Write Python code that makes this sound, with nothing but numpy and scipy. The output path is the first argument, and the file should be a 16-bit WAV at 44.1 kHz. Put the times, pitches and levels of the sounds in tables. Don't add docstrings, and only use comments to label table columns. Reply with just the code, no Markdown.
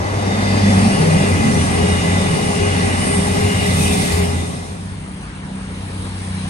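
import sys
import numpy as np
from scipy import signal
from scipy.fft import rfft, irfft, next_fast_len
from scipy.io import wavfile

SR = 44100
rng = np.random.default_rng(int(sys.argv[2]) if len(sys.argv) > 2 else 0)


def pcm_store(signal):
    levels = np.round(np.clip(np.atleast_2d(signal), -1, 1) * 32767)
    wavfile.write(sys.argv[1], SR, levels.astype(np.int16).T)


N = 286209
TIME = np.arange(N) / SR
SPEED_M_PER_S, TRACK_DISTANCE_M, SOUND_SPEED_M_PER_S = 27.5, 13.0, 343.0
NOSE_S, TAIL_S = 0.7, 4.126
FIRST_JOINT_S, CAR_S = 1.049, 0.795
SHARED_PATCH_DB = 1.5


# abreast_s, shaft_hz (before Doppler shift), exhaust_loudest_s,
# exhaust_half_length_s, exhaust_db, bark_db (both added to the overtone levels)
CAR_ENGINES = [(1.329, 30.58, 0.74, 0.43, -20, -19.5), (1.722, 30.02, 2.14, 0.41, -24, -28),
               (2.546, 30.3, 2.19, 0.29, -27, -29), (3.388, 30.37, 3.09, 0.77, -26, -30),
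               (4.053, 30.5, 3.66, 0.8, -26.5, -26.5)]
# multiple of shaft speed, relative_db
EXHAUST_OVERTONES = [(1.5, -15.5), (2, -48), (4, -22), (5, -15), (5.5, -19), (6, 0), (6.5, -19), (7, -6.5),
                     (7.5, -14.5), (8, -11.5), (9, -16)]
# multiple of shaft speed, relative_db, after_abreast_s
BARK_OVERTONES = [(4.5, -10.5, -0.14), (5, 1, -0.21), (5.5, -5, -0.22), (7, -9, -0.061), (8, -13.5, 0.31)]


def engines(flutter=0.18, waver=0.0042, bark_half_s=0.065):
    out = np.zeros(N)
    for abreast, shaft_hz, loudest, half_s, exhaust_db, bark_db in CAR_ENGINES:
        distance = np.hypot(SPEED_M_PER_S * (TIME - abreast), TRACK_DISTANCE_M)
        emission_time = TIME - distance / SOUND_SPEED_M_PER_S
        wandering = np.cumsum(waver * drift(6.9)) / SR
        turns = shaft_hz * (emission_time + wandering) + rng.random()
        approach_gain = amp(exhaust_db) / (1 + ((TIME - loudest) / half_s) ** 2)
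        out += approach_gain * exhaust(turns, EXHAUST_OVERTONES, flutter, scatter=0.14)
        for multiple, db, after in BARK_OVERTONES:
            bark = exhaust(turns, [(multiple, db)], flutter, scatter=0.19)
            out += amp(bark_db) * swell(abreast + after, bark_half_s) * bark
    return out


# time_s, pitch_hz (before waver)
BOOM_PITCH = [(0, 97.5), (0.85, 97.5), (1.35, 92), (1.6, 87), (1.9, 86.5), (2.2, 93.5), (2.48, 86.5),
              (2.65, 93), (3.2, 89), (3.45, 95), (3.9, 85.5), (4.4, 86.5), (5.0, 85.5)]
# time_s, level_db (before trim and flutter)
BOOM_LEVEL = [(0, -24), (0.2, -22), (0.45, -21.5), (0.61, -17), (0.7, -16), (0.8, -16), (0.97, -30.5),
              (1.1, -20), (1.17, -21), (1.22, -29), (1.34, -16), (1.46, -25.5), (1.62, -17), (1.67, -29),
              (1.71, -18.5), (1.75, -28), (1.8, -18.5), (1.92, -20.5), (2.03, -22), (2.06, -30),
              (2.1, -16.5), (2.33, -26.5), (2.39, -40), (2.5, -23), (2.56, -35), (2.62, -16.5), (2.77, -23),
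              (2.8, -28), (2.85, -17.5), (2.9, -26), (2.94, -17.5), (3.08, -32), (3.15, -19), (3.27, -27),
              (3.33, -21), (3.4, -36), (3.45, -14), (3.52, -28), (3.66, -21), (3.92, -19.5), (3.96, -33),
              (4.02, -19.5), (4.08, -36), (4.15, -17), (4.32, -22), (4.37, -18.5), (4.5, -28.5), (5.0, -40)]


def boom(waver=0.0081, flutter=0.18, trim_db=-0.43):
    turns = np.cumsum(curve(BOOM_PITCH) * (1 + waver * drift(4))) / SR
    return amp(curve(BOOM_LEVEL) + trim_db) * (1 + flutter * drift(24)) * tone(turns)


# peak_s, half_length_s, pitch_hz, level_db
LOW_THROBS = [(0.38, 0.046, 215, -23), (0.703, 0.11, 197, -18), (0.87, 0.033, 208, -14.5),
              (1.01, 0.03, 165, -20), (1.184, 0.038, 187.6, -17.5), (1.32, 0.026, 175, -23),
              (1.467, 0.036, 218, -15), (1.58, 0.025, 175, -19), (1.84, 0.054, 190, -20),
              (2.516, 0.025, 220, -22), (2.85, 0.072, 190, -24), (3.407, 0.028, 215, -21),
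              (3.74, 0.093, 171, -20), (4.184, 0.033, 175, -23.5)]


def throbs(width_hz=17):
    return sum(amp(db) * swell(s, half_s) * sing(hz, width_hz) for s, half_s, hz, db in LOW_THROBS)


# after_joint_s, half_length_s, relative_db
HOWL_SWELLS = [(-0.28, 0.096, -28.5), (0.0, 0.073, -24), (0.219, 0.04, -29)]


def howl(pitch_hz=410.5, width_hz=7.3, steady_db=-41, wander=0.00362):
    joints = FIRST_JOINT_S + CAR_S * np.arange(6)
    swells = sum(amp(db) * swell(joint + after, half_s)
                 for joint in joints for after, half_s, db in HOWL_SWELLS)
    mode = ring(pitch_hz * (1 + wander * drift(1.73)), width_hz)
    limited = unit((mode / (abs(mode) + 0.084)).real)
    train_gain = passing(db=0.0, rise_db_per_s=5.0, sag_db_per_s=-0.87, fall_db_per_s=29, full_s=1.1)
    return (swells + amp(steady_db)) * train_gain * limited


# pitch_hz (before slide), width_hz, relative_db
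UPPER_WHEEL_MODES = [(800, 43, -7.5), (1141, 25, -18), (2297, 25, -22), (2468, 23, -15.5)]


def bogies(first_s, slide=0.024):
    progress = ((TIME - first_s) / CAR_S) % 1
    doppler = 1 + slide * np.cos(np.pi * progress)
    modes = sum(amp(db) * unit(ring(hz * doppler, width_hz).real)
                for hz, width_hz, db in UPPER_WHEEL_MODES)
    return np.sin(np.pi * progress) * modes


def wheels(first_bogie_s=0.33, bogie_gap_s=0.385):
    upper = bogies(first_bogie_s) + bogies(first_bogie_s + bogie_gap_s)
    gain = passing(db=-25.5, rise_db_per_s=13.0, sag_db_per_s=0.5, fall_db_per_s=29, full_s=0.77)
    return howl() + gain * each_car(depth_db=0.8) * upper


# pitch_hz (before slide and waver), width_hz, relative_db
SINGING_WHEEL_MODES = [(797, 18, -37.5), (1214, 18, -44), (2004, 11, -35.5), (2075, 8.4, -37.5)]


def strands(waver=0.00608, slide=0.00595, flare_db=2.5):
    doppler = 1 - slide * signal.sawtooth(2 * np.pi * (TIME - FIRST_JOINT_S) / CAR_S)
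    modes = np.zeros(N)
    for hz, width_hz, db in SINGING_WHEEL_MODES:
        flare = amp(db + flare_db * drift(5.5))
        moving_hz = hz * (doppler + waver * drift(6.2))
        modes += flare * sing(moving_hz, width_hz, evenness=0.48)
    return passing(db=-1.7, rise_db_per_s=3, sag_db_per_s=0.5, fall_db_per_s=26, full_s=1.36) * modes


# pitch_hz, width_hz, relative_db
RAIL_MODES = [(1797, 160, -32.5), (4090, 60, -49), (4380, 110, -46), (4500, 50, -46), (4750, 90, -43.5),
              (4940, 52, -40), (5100, 61, -45), (5780, 190, -46)]


def rail_ring(loudest_s=0.8, half_s=0.5, held_db=-7):
    held = passing(db=held_db, rise_db_per_s=12, sag_db_per_s=0.5, fall_db_per_s=35)
    modes = sum(amp(db) * unit(ring(hz, width_hz).real) for hz, width_hz, db in RAIL_MODES)
    return np.maximum(swell(loudest_s, half_s), held) * modes


def whine(hz=2910, width_hz=22, slide=0.0109, first_s=1.38, db=-40, loudest_s=2.8, half_s=1.9):
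    doppler = 1 - slide * signal.sawtooth(2 * np.pi * (TIME - first_s) / CAR_S)
    gain = amp(db) * swell(loudest_s, half_s) * each_car(depth_db=1.0) * behind(fall_db_per_s=51)
    return gain * unit(ring(hz * doppler, width_hz).real)


# start_s, length_s, first_hz, last_hz, width_hz, level_db
WHEEL_SQUEALS = [(0.149, 0.49, 3730, 3580, 48, -37.5), (0.415, 0.14, 2045, 2037, 14, -30.5),
                 (0.431, 0.27, 5000, 4630, 64, -36), (0.563, 0.27, 3550, 3440, 30, -34),
                 (0.707, 0.26, 2510, 2730, 35, -38), (0.896, 0.14, 2850, 2860, 28, -34),
                 (1.06, 0.13, 2870, 2810, 18, -41), (1.13, 0.25, 2016, 1980, 18, -33),
                 (1.155, 0.18, 2860, 2760, 22, -38), (1.188, 0.13, 2780, 2660, 25, -36),
                 (1.45, 0.3, 6000, 5800, 170, -36), (1.756, 0.35, 3760, 3690, 48, -39.5),
                 (1.716, 0.39, 2870, 2875, 14, -31.5), (1.981, 0.24, 2035, 2000, 31, -30),
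                 (2.0, 0.47, 3610, 3600, 39, -36.5), (2.201, 0.36, 2860, 2935, 20, -37.5),
                 (2.485, 0.4, 2826, 2930, 14, -33), (2.845, 0.42, 2954, 2950, 17, -36),
                 (3.349, 0.45, 2840, 2880, 75, -32.5), (3.435, 0.15, 2095, 2075, 16, -31),
                 (3.448, 0.84, 3760, 3450, 320, -34), (3.585, 0.17, 2030, 2020, 21, -29.5),
                 (3.76, 0.24, 2580, 2370, 110, -31), (3.8, 0.21, 2790, 2490, 68, -35),
                 (3.822, 0.11, 2025, 2010, 16, -30), (4.024, 0.33, 2100, 2100, 28, -46),
                 (4.218, 0.31, 2034, 2005, 33, -41), (4.16, 0.3, 2880, 2880, 17, -43),
                 (4.302, 0.2, 3680, 3560, 42, -41)]


def squeals():
    out = np.zeros(N)
    for start, length, first_hz, last_hz, width_hz, db in WHEEL_SQUEALS:
        progress = np.clip((TIME - start) / length, 0, 1)
        gliding_hz = first_hz + (last_hz - first_hz) * progress
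        out += amp(db) * np.sin(np.pi * progress) * sing(gliding_hz, width_hz)
    return out


# frequency_hz, relative_density_db_per_hz
ROLL_SPECTRUM = [(200, -24), (330, 2.5), (480, 0.5), (650, -1), (790, 0), (950, -6), (1150, -4.5),
                 (1400, -10), (1750, -9.5), (2300, -25), (4000, -50)]


def rolling():
    gain = passing(db=-22.0, rise_db_per_s=3.0, sag_db_per_s=0.84, fall_db_per_s=17.0)
    return gain * noise(ROLL_SPECTRUM, patchy_db=1.1)


# frequency_hz, relative_density_db_per_hz
RAIL_SPECTRUM = [(1350, -16), (1620, 3), (1800, 2), (2000, 6), (2220, 1.5), (2450, 1.5), (2750, 1.5),
                 (3100, -4.5), (4000, -42)]


def rail_noise():
    gain = passing(db=-30.0, rise_db_per_s=11, sag_db_per_s=-0.2, fall_db_per_s=37)
    return gain * each_car(depth_db=0.9) * noise(RAIL_SPECTRUM, patchy_db=SHARED_PATCH_DB)


# time_s, level_db
DRUMMING_LEVEL = [(0.0, -29), (0.35, -24.5), (0.8, -24), (1.1, -21.5), (1.5, -18.5), (1.67, -21),
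                  (2.1, -23), (2.45, -23), (2.68, -25.5), (3.1, -23), (3.5, -24.5), (3.85, -21.5),
                  (4.3, -24.5), (4.9, -36.5)]
# frequency_hz, relative_density_db_per_hz
RUMBLE_SPECTRUM = [(70, -19), (115, 5.5), (150, 4), (180, 2.5), (225, -1), (270, 4), (330, -22), (400, -10),
                   (550, -50)]


def drumming():
    return amp(curve(DRUMMING_LEVEL)) * noise(RUMBLE_SPECTRUM, patchy_db=1.0, size=2048)


# frequency_hz, relative_density_db_per_hz
BUFFET_SPECTRUM = [(10, -62), (25, -44), (33, -16), (42, -8), (51, 0), (66, 6), (110, 3), (150, -8),
                   (250, -59)]


def buffet():
    gain = passing(db=-30.5, rise_db_per_s=6.5, sag_db_per_s=0.0, fall_db_per_s=16)
    return gain * noise(BUFFET_SPECTRUM, patchy_db=-1.0, size=4096)


# frequency_hz, relative_density_db_per_hz
AIR_SPECTRUM = [(1200, 1.5), (3000, 0), (3650, 4.5), (4050, 1.5), (4600, -1), (5150, 1.5), (5750, 1),
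                (6200, -0.5), (7900, -4), (10000, -6.5), (12000, -19), (14000, -72), (17000, -42)]


def air_hiss():
    gain = passing(db=-28.0, rise_db_per_s=10.5, sag_db_per_s=0.3, fall_db_per_s=16.5)
    return gain * noise(AIR_SPECTRUM, patchy_db=1.2)


# peak_s, level_db (before trim)
FIZZ_SURGES = [(0.86, -30), (1.6, -32.5), (2.38, -34), (3.1, -25.5), (3.901, -25.5)]
# frequency_hz, relative_density_db_per_hz
FIZZ_SPECTRUM = [(6500, -31), (8000, -11), (8400, -1), (8900, -0.5), (9600, -5), (10500, -18), (12500, -41)]


def fizz(surge_half_s=0.12, trim_db=-1.0):
    surge_power = sum((amp(db + trim_db) * swell(s, surge_half_s)) ** 2 for s, db in FIZZ_SURGES)
    steady = passing(db=-33.0, rise_db_per_s=18, sag_db_per_s=-0.66, fall_db_per_s=18.5, full_s=0.79)
    return np.hypot(steady, np.sqrt(surge_power)) * noise(FIZZ_SPECTRUM, patchy_db=1.85)


# time_s, level_db
SURGE_LEVEL = [(0, -35), (0.8, -27.5), (1.1, -23), (1.35, -26), (1.7, -85), (5.0, -76)]
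# frequency_hz, relative_density_db_per_hz
SURGE_SPECTRUM = [(200, 0), (340, 7), (500, 10), (720, 1.5), (900, 1.5), (1400, -44)]


def bogie_surge(sweep_db=-28, sweep_s=1.15, half_s=0.13, middle_hz=560, octaves_per_s=2.5, width_hz=90):
    roar = amp(curve(SURGE_LEVEL)) * noise(SURGE_SPECTRUM, patchy_db=1.5)
    centre_hz = middle_hz * 2 ** np.clip(octaves_per_s * (TIME - sweep_s), -1, 1)
    sweep = unit(ring(centre_hz, width_hz).real)
    return roar + amp(sweep_db) * swell(sweep_s, half_s) * sweep


# time_s, level_db (before flutter)
GUST_LEVEL = [(0, -90), (3.0, -64), (3.3, -38), (3.72, -32), (3.81, -26), (3.92, -28), (4.0, -28),
              (4.13, -28), (4.22, -35.5), (4.5, -49), (5.0, -82)]
# frequency_hz, relative_density_db_per_hz
GUST_SPECTRUM = [(1500, -31), (2400, 0), (3300, 4.5), (4500, 5.5), (5500, 4), (7000, 3.5), (10500, 1.5),
                 (12200, -4), (13500, -12), (15500, -9.5), (17000, -40)]


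def hiss_gust(flutter_db=1.5):
    gain = amp(curve(GUST_LEVEL) + flutter_db * drift(35))
    return gain * noise(GUST_SPECTRUM, patchy_db=2.5)


# time_s, pitch_hz (before waver)
HUM_PITCH = [(4.4, 95.5), (5.6, 95), (6.49, 93.5)]
# time_s, level_db (before trim)
HUM_LEVEL = [(4.9, -30.5), (5.1, -41.5), (5.7, -38), (5.85, -31.5), (6.3, -29), (6.49, -31)]
# time_s, level_db
OCTAVE_LEVEL = [(4.7, -34), (5.3, -36.5), (5.5, -29.5), (6.0, -34), (6.2, -29), (6.49, -26.5)]
HUM_OVERTONES = [(4 / 3, -14), (5 / 3, -8.5), (2, -0.57), (7 / 3, -10.5), (8 / 3, -12.5)]


def second_hum(flutter=0.26, waver=0.0072, trim_db=2.0):
    turns = np.cumsum(curve(HUM_PITCH) * (1 + waver * drift(4.7))) / SR
    firing_note = amp(curve(HUM_LEVEL) + trim_db) * tone(turns)
    return firing_note + amp(curve(OCTAVE_LEVEL)) * exhaust(turns, HUM_OVERTONES, flutter)


# frequency_hz, relative_density_db_per_hz
FAR_RUMBLE_SPECTRUM = [(10, -48), (25, -26), (42, -18), (56, 3), (75, -3), (120, -8), (160, -1.5),
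                       (235, -13.5), (300, -9), (400, -28), (700, -71)]
FAR_ROLL_SPECTRUM = [(150, -37), (380, 2), (620, -1.5), (900, -1), (1400, -5.5), (1800, -2.5), (2100, -9),
                     (3000, -8.5), (5000, -56)]
FAR_AIR_SPECTRUM = [(1500, -5), (2800, 4.5), (3900, 4.5), (5500, 0.5), (7000, -3), (8000, -3.5),
                    (8500, 10.5), (9100, 16.5), (9600, -30), (10500, -29), (11500, -42), (13000, -45)]
# time_s, level_db
SINGING_LEVEL = [(5.0, -75), (5.4, -82), (5.75, -45), (6.1, -42.5), (6.49, -50)]
# frequency_hz, relative_density_db_per_hz
SINGING_SPECTRUM = [(1700, -20), (2050, 1), (2500, -9), (3200, -7), (3800, 11), (4300, 8), (5000, -7),
                    (8500, -20), (9250, 16), (9700, 17), (10300, 3), (11000, -23), (13000, -36)]


def second_rolling():
    rumble_gain = approaching(db=-34.0, rise_db_per_s=3.0)
    rumble = rumble_gain * noise(FAR_RUMBLE_SPECTRUM, patchy_db=SHARED_PATCH_DB, size=4096)
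    roll = approaching(db=-38.0, rise_db_per_s=3.5) * noise(FAR_ROLL_SPECTRUM, patchy_db=SHARED_PATCH_DB)
    air = approaching(db=-41.5, rise_db_per_s=7.5) * noise(FAR_AIR_SPECTRUM, patchy_db=SHARED_PATCH_DB)
    rails = amp(curve(SINGING_LEVEL)) * noise(SINGING_SPECTRUM, patchy_db=SHARED_PATCH_DB)
    return rumble + roll + air + rails


def exhaust(turns, overtones, flutter, scatter=0.051):
    out = np.zeros(N)
    for multiple, db in overtones:
        gain = amp(db) * (1 + flutter * drift(5.1))
        phase = multiple * turns + scatter * drift(4.4)
        out += gain * np.sqrt(2) * np.cos(2 * np.pi * phase)
    return out


def ring(hz, width_hz):
    r = np.exp(-np.pi * width_hz * np.pi / 2 / SR)
    contact = rng.standard_normal(N) + 1j * rng.standard_normal(N)
    shake = signal.lfilter([(1 - r) ** 2], [1, -2 * r, r * r], contact)
    return unit(shake) * np.exp(2j * np.pi * np.cumsum(hz * np.ones(N)) / SR)


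def sing(hz, width_hz, evenness=0.9):
    mode = ring(hz, width_hz)
    return unit((mode / (abs(mode) + evenness)).real)


def tone(turns):
    return np.sqrt(2) * np.sin(2 * np.pi * (turns + rng.random()))


def noise(spectrum, patchy_db, size=1024):
    hz = np.fft.rfftfreq(size, 1 / SR)
    frames = 4 * N // size + 5
    real, imag = rng.standard_normal((2, 2, len(hz), frames), dtype=np.float32)
    blur = np.outer(np.hanning(18), np.hanning(18))
    patches = unit(signal.fftconvolve(rng.standard_normal((len(hz), frames)), blur, "same"))
    gain = amp(over_hz(spectrum, hz)[0][:, None] + patchy_db * patches)
    _, pair = signal.istft((real + 1j * imag) * gain, nperseg=size, noverlap=size - size // 4)
    return unit(pair[:, :N])


def drift(rate_hz):
    control_rate_hz, points = 400, 4096
    hz = np.fft.rfftfreq(points, 1 / control_rate_hz)
    slow = irfft(rfft(rng.standard_normal(points)) / (1 + (hz / rate_hz) ** 4))
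    return unit(np.interp(TIME, np.arange(len(slow)) / control_rate_hz, slow))


def swell(at_s, half_s):
    return np.exp(-((TIME - at_s) / half_s) ** 2 / 2)


def passing(db, rise_db_per_s, sag_db_per_s, fall_db_per_s, full_s=NOSE_S):
    early, held = np.maximum(full_s - TIME, 0), np.maximum(TIME - full_s, 0)
    return amp(db - rise_db_per_s * early - sag_db_per_s * held) * behind(fall_db_per_s)


def behind(fall_db_per_s):
    return amp(-fall_db_per_s * np.maximum(TIME - TAIL_S, 0))


def each_car(depth_db, peak_s=1.99):
    return amp(depth_db * np.cos(2 * np.pi * (TIME - peak_s) / CAR_S))


def approaching(db, rise_db_per_s, from_s=5.45):
    return amp(db + rise_db_per_s * np.maximum(TIME - from_s, 0))


def amp(db):
    return 10 ** (np.asarray(db) / 20)


def unit(x):
    return x / np.sqrt(np.mean(np.abs(x) ** 2) + 1e-20)


def curve(rows):
    seconds, values = np.transpose(rows)
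    return np.interp(TIME, seconds, values)


def over_hz(rows, hz):
    f, *columns = np.transpose(rows)
    return [np.interp(np.log(hz + 1), np.log(f + 1), column) for column in columns]


def ports(table, tones, noises):
    size = next_fast_len(N + 2048)
    coherence, lead_rad, balance_db = over_hz(table, np.fft.rfftfreq(size, 1 / SR))
    coherence, tilt = np.clip(coherence, 0, 1), amp(balance_db)
    direct, shared, stray = rfft(np.vstack([tones, noises]), size)
    left = (direct + shared) * tilt
    mixed = direct + coherence * shared + np.sqrt(1 - coherence ** 2) * stray
    right = mixed * np.exp(-1j * lead_rad)
    equal_power = np.sqrt(2 / (1 + tilt ** 2))
    return irfft(np.array([left, right]) * equal_power, size)[:, :N]


# frequency_hz, noise_coherence (0-1), left_lead_rad, left_minus_right_db
NEAR_PORTS = [(60, 1, 0.13, 0.5), (213, 0.71, 0.14, -0.4), (300, 0.92, 0.93, -4.5), (338, 0.33, 1.96, 1.3),
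              (590, 0.23, 1.84, 6.5), (820, 0.85, 1.95, 6), (1076, 0.7, 2.04, 2), (1350, 0.72, 2.75, 0),
              (1840, 0.81, 3.63, -3), (2080, 0, 4.85, 0), (2440, 0.24, 6.1, 1), (2860, 0.08, 7.07, 5.5),
              (3460, 0.02, 10.06, 4), (4900, 0.06, 14.5, 3), (5850, 0.23, 16.2, 1), (6540, 0.53, 20.3, 1),
              (6970, 0.7, 20, 2), (7800, 0, 20.8, -3), (9210, 0.56, 23.5, -4), (10470, 0.2, 18.3, -0.5)]
FAR_PORTS = [(60, 1, 0.1, 1.5), (250, 0.89, 0.21, -0.5), (430, 0.61, 0.1, 0.5), (694, 0.51, 2.4, 5),
             (900, 0.42, 0.8, 3), (1200, 0.54, 1.3, 0.5), (1810, 0.55, 2.85, 0.5), (2450, 0.37, 8.5, 6.5),
             (2980, 0.51, 9.2, 0), (3640, 0.24, 13.7, 4), (4800, 0.08, 8.7, 1), (5500, 0.32, 9.7, 1),
             (6300, 0.69, 12.4, -3), (7300, 0.34, 13.0, 10), (8540, 0.21, 8.9, -3), (8890, 0.92, 9.4, 0.5)]
# start_s, end_s
DISSOLVE = (4.56, 5.08)


def scene():
    tones = engines() + boom() + throbs() + wheels() + strands() + rail_ring() + whine() + squeals()
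    noises = rolling() + rail_noise() + drumming() + buffet() + air_hiss() + fizz()
    noises = noises + bogie_surge() + hiss_gust()
    first = ports(NEAR_PORTS, tones, noises)
    second = ports(FAR_PORTS, second_hum(), second_rolling())
    blend = np.interp(TIME, DISSOLVE, (0, np.pi / 2))
    return np.cos(blend) * first + np.sin(blend) * second


def record(dry, edge_hz=15700):
    lowpass = signal.firwin(511, edge_hz, window=("kaiser", 9), fs=SR)
    return signal.oaconvolve(dry, lowpass[None], "same")


dry = scene()
out = record(dry)
pcm_store(out)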